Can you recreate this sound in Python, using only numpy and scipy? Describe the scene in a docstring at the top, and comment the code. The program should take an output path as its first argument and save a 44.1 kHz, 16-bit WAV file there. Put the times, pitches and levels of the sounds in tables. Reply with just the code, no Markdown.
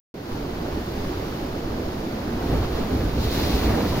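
"""A steady wash of surf roars and fizzes, heard from a rock ledge a few metres above the water.
The roar is turbulence with large ringing bubbles; the fizz is foam with small ones. Past the middle
a wave churns in, throws up hissing spray and booms as the air trapped beneath it resonates; it gulps
in hollows and slaps on stone. Two microphone ports colour the treble differently left and right."""
import sys
import numpy as np
from scipy import signal
from scipy.fft import rfft, irfft
from scipy.io import wavfile
from scipy.ndimage import uniform_filter1d

SR = 44100
rng = np.random.default_rng(int(sys.argv[2]) if len(sys.argv) > 2 else 0)


def int16_out(signal):
    """Quantize to a 16-bit WAV file."""
    q = np.round(np.clip(np.atleast_2d(signal).T, -1, 1) * 32767)
    wavfile.write(sys.argv[1], SR, q.astype(np.int16))


N = 176400
T = np.arange(N) / SR
HZ = np.maximum(np.arange(N // 2 + 1) * SR / N, 1)
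CUTOFF_HZ = 15900

# Stereo field of the whole shore: (frequency [Hz], coherence [0-1], phase lead of the left [rad])
WASH_FIELD = [(100, .99, 0), (300, .955, -.03), (500, .66, -.05), (700, .15, .5), (850, .3, 1.6),
              (1050, .4, 1.45), (2000, .28, 1.2), (3000, .15, 3), (4500, .35, 5.1), (5500, .15, 7),
              (8000, 0, 7)]
# Stereo field of the near wave: (frequency [Hz], coherence [0-1], phase lead of the left [rad])
WAVE_FIELD = [(100, .99, -.08), (300, .94, -.25), (500, .76, -.48), (750, .6, -.45), (1100, .68, .15),
              (2000, .78, .15), (2500, .35, 1), (3300, .5, 3.4), (4400, .5, 4.2), (6000, .1, 5.5),
              (8000, 0, 6)]


def from_db(db):
    """Amplitude ratio of a level in decibels."""
    return 10 ** (np.asarray(db) / 20)


def unit_rms(x):
    """Normalisation to unit mean power."""
    return x / np.sqrt(np.mean(x ** 2) + 1e-20)


def over_time(rows):
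    """Linear interpolation of each column at every sample."""
    times, *columns = np.transpose(rows)
    return [np.interp(T, times, c) for c in columns]


def over_hz(rows):
    """Interpolation of each column on a logarithmic frequency axis."""
    hz, *columns = np.transpose(rows)
    return [np.interp(np.log(HZ), np.log(hz), c) for c in columns]


def drift(rate_hz):
    """Slow random fluctuation: low-pass filtered noise of unit RMS."""
    hop, settle = 40, 2000
    pole = np.exp(-2 * np.pi * rate_hz * hop / SR)
    noise = rng.standard_normal(N // hop + settle + 2)
    slow = signal.lfilter([1], [1, -2 * pole, pole * pole], noise)[settle:]
    return np.interp(np.arange(N) / hop, np.arange(len(slow)), unit_rms(slow))


def turbulence(depth_db, rate_hz):
    """Random amplitude modulation: the octaves of two white noises swell and sink, partly together."""
    white = rfft(rng.standard_normal((2, N)))
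    common = drift(rate_hz / 2)
    octave = np.clip(np.log2(HZ / 40), 0, 9)
    out = 0
    for k in range(10):
        band = irfft(white * np.maximum(1 - abs(octave - k), 0), N)
        out = out + band * from_db(depth_db * (common + drift(rate_hz)))
    return unit_rms(out)


def pings(per_s, low_hz, high_hz, cycles, spread_db, pitches=24):
    """Bubbles or drops as damped resonators, struck at random and decaying 60 dB in `cycles` periods."""
    out = np.zeros((2, N))
    for hz in np.geomspace(low_hz, min(high_hz, CUTOFF_HZ), pitches):
        draws = np.random.default_rng(rng.integers(1 << 30))
        when, side, size, sign = draws.random((int(per_s * N / SR / pitches) + 1, 4)).T
        strength = from_db(spread_db * np.minimum(-np.log(1 - size), 4))
        impulses = np.full((2, N), 1e-18)
        impulses[(side * 2).astype(int), (when * N).astype(int)] = np.sign(sign - .5) * strength
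        pole = np.exp(-np.log(1000) * hz / (cycles * SR))
        omega = 2 * np.pi * hz / SR
        out += signal.lfilter([omega, -omega], [1, -2 * pole * np.cos(omega), pole * pole], impulses)
    return unit_rms(out)


def stereo(pair, spectrum, field, mono_below_hz=170):
    """Partial coherence: two independent signals, filtered and mixed to left and right at unit RMS."""
    mid, side = rfft(pair) * from_db(over_hz(spectrum)[0])
    coherence, lead = over_hz(field)
    diffuse = (1 - np.clip(coherence, 0, .995)) * HZ ** 2 / (HZ ** 2 + mono_below_hz ** 2)
    mid, side = mid * np.sqrt(2 - diffuse), side * np.sqrt(diffuse)
    return unit_rms(irfft([(mid + side) * np.exp(1j * lead), mid - side], N))


def stereo_noise(spectrum, field):
    """Gaussian noise of a given spectral shape and coherence."""
    return stereo(rng.standard_normal((2, N)), spectrum, field)


def bursts(rows):
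    """Amplitude envelope of Gaussian pulses that add in power."""
    return np.sqrt(sum(from_db(db) ** 2 * np.exp(-((T - peak) / half) ** 2) for peak, db, half in rows))


def wash():
    """Bubble resonance rises as size falls: large bubbles roar in white water, small ones fizz in foam."""
    # Strength of the wash: (time [s], relative roar level [dB], relative foam level [dB])
    levels = [(0.33, -30, -44), (0.46, -30, -45), (0.56, -29, -44.5), (0.69, -28, -43.5),
              (0.88, -29.5, -43), (1.0, -29.5, -42), (1.17, -29, -42), (1.35, -29, -42.5), (1.52, -30, -44),
              (1.73, -27.5, -44.5), (1.9, -29, -43.5), (2.06, -29, -44), (2.2, -27.5, -43.5),
              (2.4, -28, -43.5)]
    # Spectrum of the roar: (frequency [Hz], relative density [dB])
    roar_spectrum = [(20, -14), (60, -4), (150, -2), (220, 0), (295, 2), (500, -5), (750, -10.5),
                     (1000, -14), (1400, -19), (2200, -27.5), (4000, -33), (16000, -65)]
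    # Spectrum of the foam: (frequency [Hz], relative density [dB])
    foam_spectrum = [(300, -14), (1500, 8), (3000, 1.5), (4600, 3), (6500, -5), (10000, -9), (16000, -12)]
    roar_db, foam_db = over_time(levels)
    roar = turbulence(depth_db=0.56, rate_hz=10)
    roar += from_db(-11) * pings(1200, 219.2, 2217, cycles=19.3, spread_db=1.5)
    foam = turbulence(depth_db=0.1, rate_hz=12)
    foam += from_db(-10.5) * pings(5000, 1860, 14200, cycles=28, spread_db=3)
    return (from_db(roar_db - 0.5) * stereo(roar, roar_spectrum, WASH_FIELD)
            + from_db(foam_db - 1.5) * stereo(foam, foam_spectrum, WASH_FIELD))


def rumble():
    """Low-frequency noise under a slow envelope lies beneath the surf."""
    # Strength of the rumble: (time [s], level [dB])
    levels = [(.14, -53), (.3, -48), (.32, -33), (.6, -36), (.78, -36.5), (1.05, -32.5), (1.4, -38.5),
              (1.8, -37.5), (2.2, -36.5), (2.45, -32), (3.1, -32), (4.0, -30.5)]
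    # Spectrum of the rumble: (frequency [Hz], relative density [dB])
    spectrum = [(8, 2.5), (30, -2.5), (55, -1), (90, -2.5), (150, -8.5), (300, -24.5), (1000, -62)]
    return from_db(over_time(levels)[0]) * stereo_noise(spectrum, WASH_FIELD)


def surge():
    """Turbulent flow and ringing bubbles: the near wave churns and gurgles over the rocks."""
    # Strength of the churning: (time [s], level [dB])
    levels = [(2.25, -46), (2.45, -34), (2.55, -29), (2.64, -31.5), (2.7, -40), (2.79, -32.5), (2.9, -32),
              (3.1, -34), (3.3, -37), (3.4, -28.5), (3.56, -27), (3.64, -26), (3.77, -24), (3.9, -28),
              (3.98, -25.5)]
    # Spectrum of the churning: (frequency [Hz], relative density [dB])
    spectrum = [(40, -17), (130, 5), (260, 1), (450, -1), (720, -6.5), (1300, -16), (2100, -20),
                (4200, -30), (16000, -42)]
    water = turbulence(depth_db=0, rate_hz=8.2)
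    water += from_db(-10) * pings(1400, 203.5, 2580, cycles=13.6, spread_db=3)
    return from_db(over_time(levels)[0]) * stereo(water, spectrum, WAVE_FIELD)


def spray():
    """Superposed impacts: fine drops, each heavily damped, hiss and patter on the stone."""
    # Spray thrown up and falling back: (time [s], level [dB])
    levels = [(2.3, -67), (2.47, -46), (2.7, -47.5), (2.77, -44), (2.86, -48), (2.96, -44.5), (3.13, -47),
              (3.22, -37), (3.31, -35.5), (3.38, -32.5), (3.48, -33), (3.65, -34.5), (3.72, -39.5),
              (4.0, -38)]
    # Spectrum of the spray: (frequency [Hz], relative density [dB])
    spectrum = [(300, 15), (1000, -6), (2000, 4), (3000, 3.5), (4200, 8), (6500, -3.5), (10000, -6.5),
                (16000, -10)]
    drops = turbulence(depth_db=0.9, rate_hz=17)
    drops += from_db(-2.5) * pings(5000, 840, 16400, cycles=5, spread_db=3)
    return from_db(over_time(levels)[0]) * stereo(drops, spectrum, WAVE_FIELD)


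def booms(smoothing_s=0.017):
    """Air-pocket resonance: air trapped under the wave rings deeply at each thud on the rocks."""
    # Thuds of the swell: (peak time [s], level [dB], half-width [s])
    thuds = [(2.531, -23, 0.02), (2.59, -22, 0.027), (2.77, -33, 0.025), (2.965, -25.5, .028),
             (3.055, -23.5, 0.051), (3.195, -22, 0.021), (3.26, -24, .018), (3.44, -25.5, 0.018),
             (3.55, -24.5, 0.018), (3.68, -23.5, 0.044), (3.91, -24.5, 0.02)]
    # Resonance of the trapped air: (frequency [Hz], relative density [dB])
    spectrum = [(15, -25), (38, -9.5), (54, 0.5), (70, 1.5), (92, -6), (150, -16.5), (300, -32),
                (1000, -71)]
    ring = stereo_noise(spectrum, WAVE_FIELD)
    window = int(smoothing_s * SR)
    power = np.mean(ring ** 2, axis=0)
    power = uniform_filter1d(uniform_filter1d(power, window), window)
    even_ring = ring / np.sqrt(power + 1e-6)  # so that each thud keeps its strength
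    return bursts(thuds) * even_ring


def gulps():
    """Cavity resonance: water gulps in the hollows of the rock."""
    # Gulps of water: (peak time [s], level [dB], half-width [s])
    events = [(2.535, -23, 0.029), (2.805, -28, 0.024), (2.94, -26, 0.02), (3.19, -25.5, 0.011),
              (3.7, -25.5, 0.056), (3.775, -33, 0.025)]
    # Resonances of the hollows: (frequency [Hz], relative density [dB])
    spectrum = [(50, -22), (110, -8.5), (148, 0.5), (185, -3.5), (260, 3), (330, -4.5), (420, -2),
                (700, -20), (1500, -29), (5000, -60)]
    return bursts(events) * stereo_noise(spectrum, WAVE_FIELD)


def slaps():
    """Impact noise: water striking bare stone radiates short broadband bursts."""
    # Impacts of water: (peak time [s], level [dB], half-width [s])
    impacts = [(2.555, -41, 0.011), (2.643, -35, 0.012), (2.79, -37.5, 0.051), (3.395, -33, 0.013),
               (3.64, -39, 0.013)]
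    # Spectrum of an impact: (frequency [Hz], relative density [dB])
    spectrum = [(150, -20), (600, 9), (1100, 3), (2200, -8.5), (4000, -8), (7000, -24), (15000, -28)]
    return bursts(impacts) * stereo_noise(spectrum, WAVE_FIELD)


def scene():
    """Linear superposition of all the sources on the shore."""
    return wash() + rumble() + surge() + spray() + booms() + gulps() + slaps()


def record(dry):
    """Linear filtering by the microphone ports, then a brief fade-in and a steep low-pass."""
    # Frequency response of the ports: (frequency [Hz], left gain [dB], right gain [dB])
    ports = [(60, 1.6, 2.35), (198, 0.4, 0.5), (526, -3, 1.25), (740, -1, 3), (1000, -0.2, 2.2),
             (1800, 0.05, 2.07), (2960, 4.5, 1.5), (4250, 1, 4), (6600, 3, 2.5), (7360, 1, -1),
             (8200, -7, -17), (8780, 0, -11), (9900, 4, -9), (11000, 1.5, -22), (12300, 8, -9),
             (15500, 11, 0), (17100, -21, -10)]
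    start_s, fade_s, fade_from_db = 0.141, 0.19, -7
    coloured = irfft(rfft(dry) * from_db(over_hz(ports)), N)
    fade_in = (T > start_s) * from_db(fade_from_db * np.clip(1 - (T - start_s) / fade_s, 0, 1))
    low_pass = 1 / np.sqrt(1 + (HZ / CUTOFF_HZ) ** 500)
    return irfft(rfft(coloured * fade_in) * low_pass, N)


dry = scene()
out = record(dry)
int16_out(out)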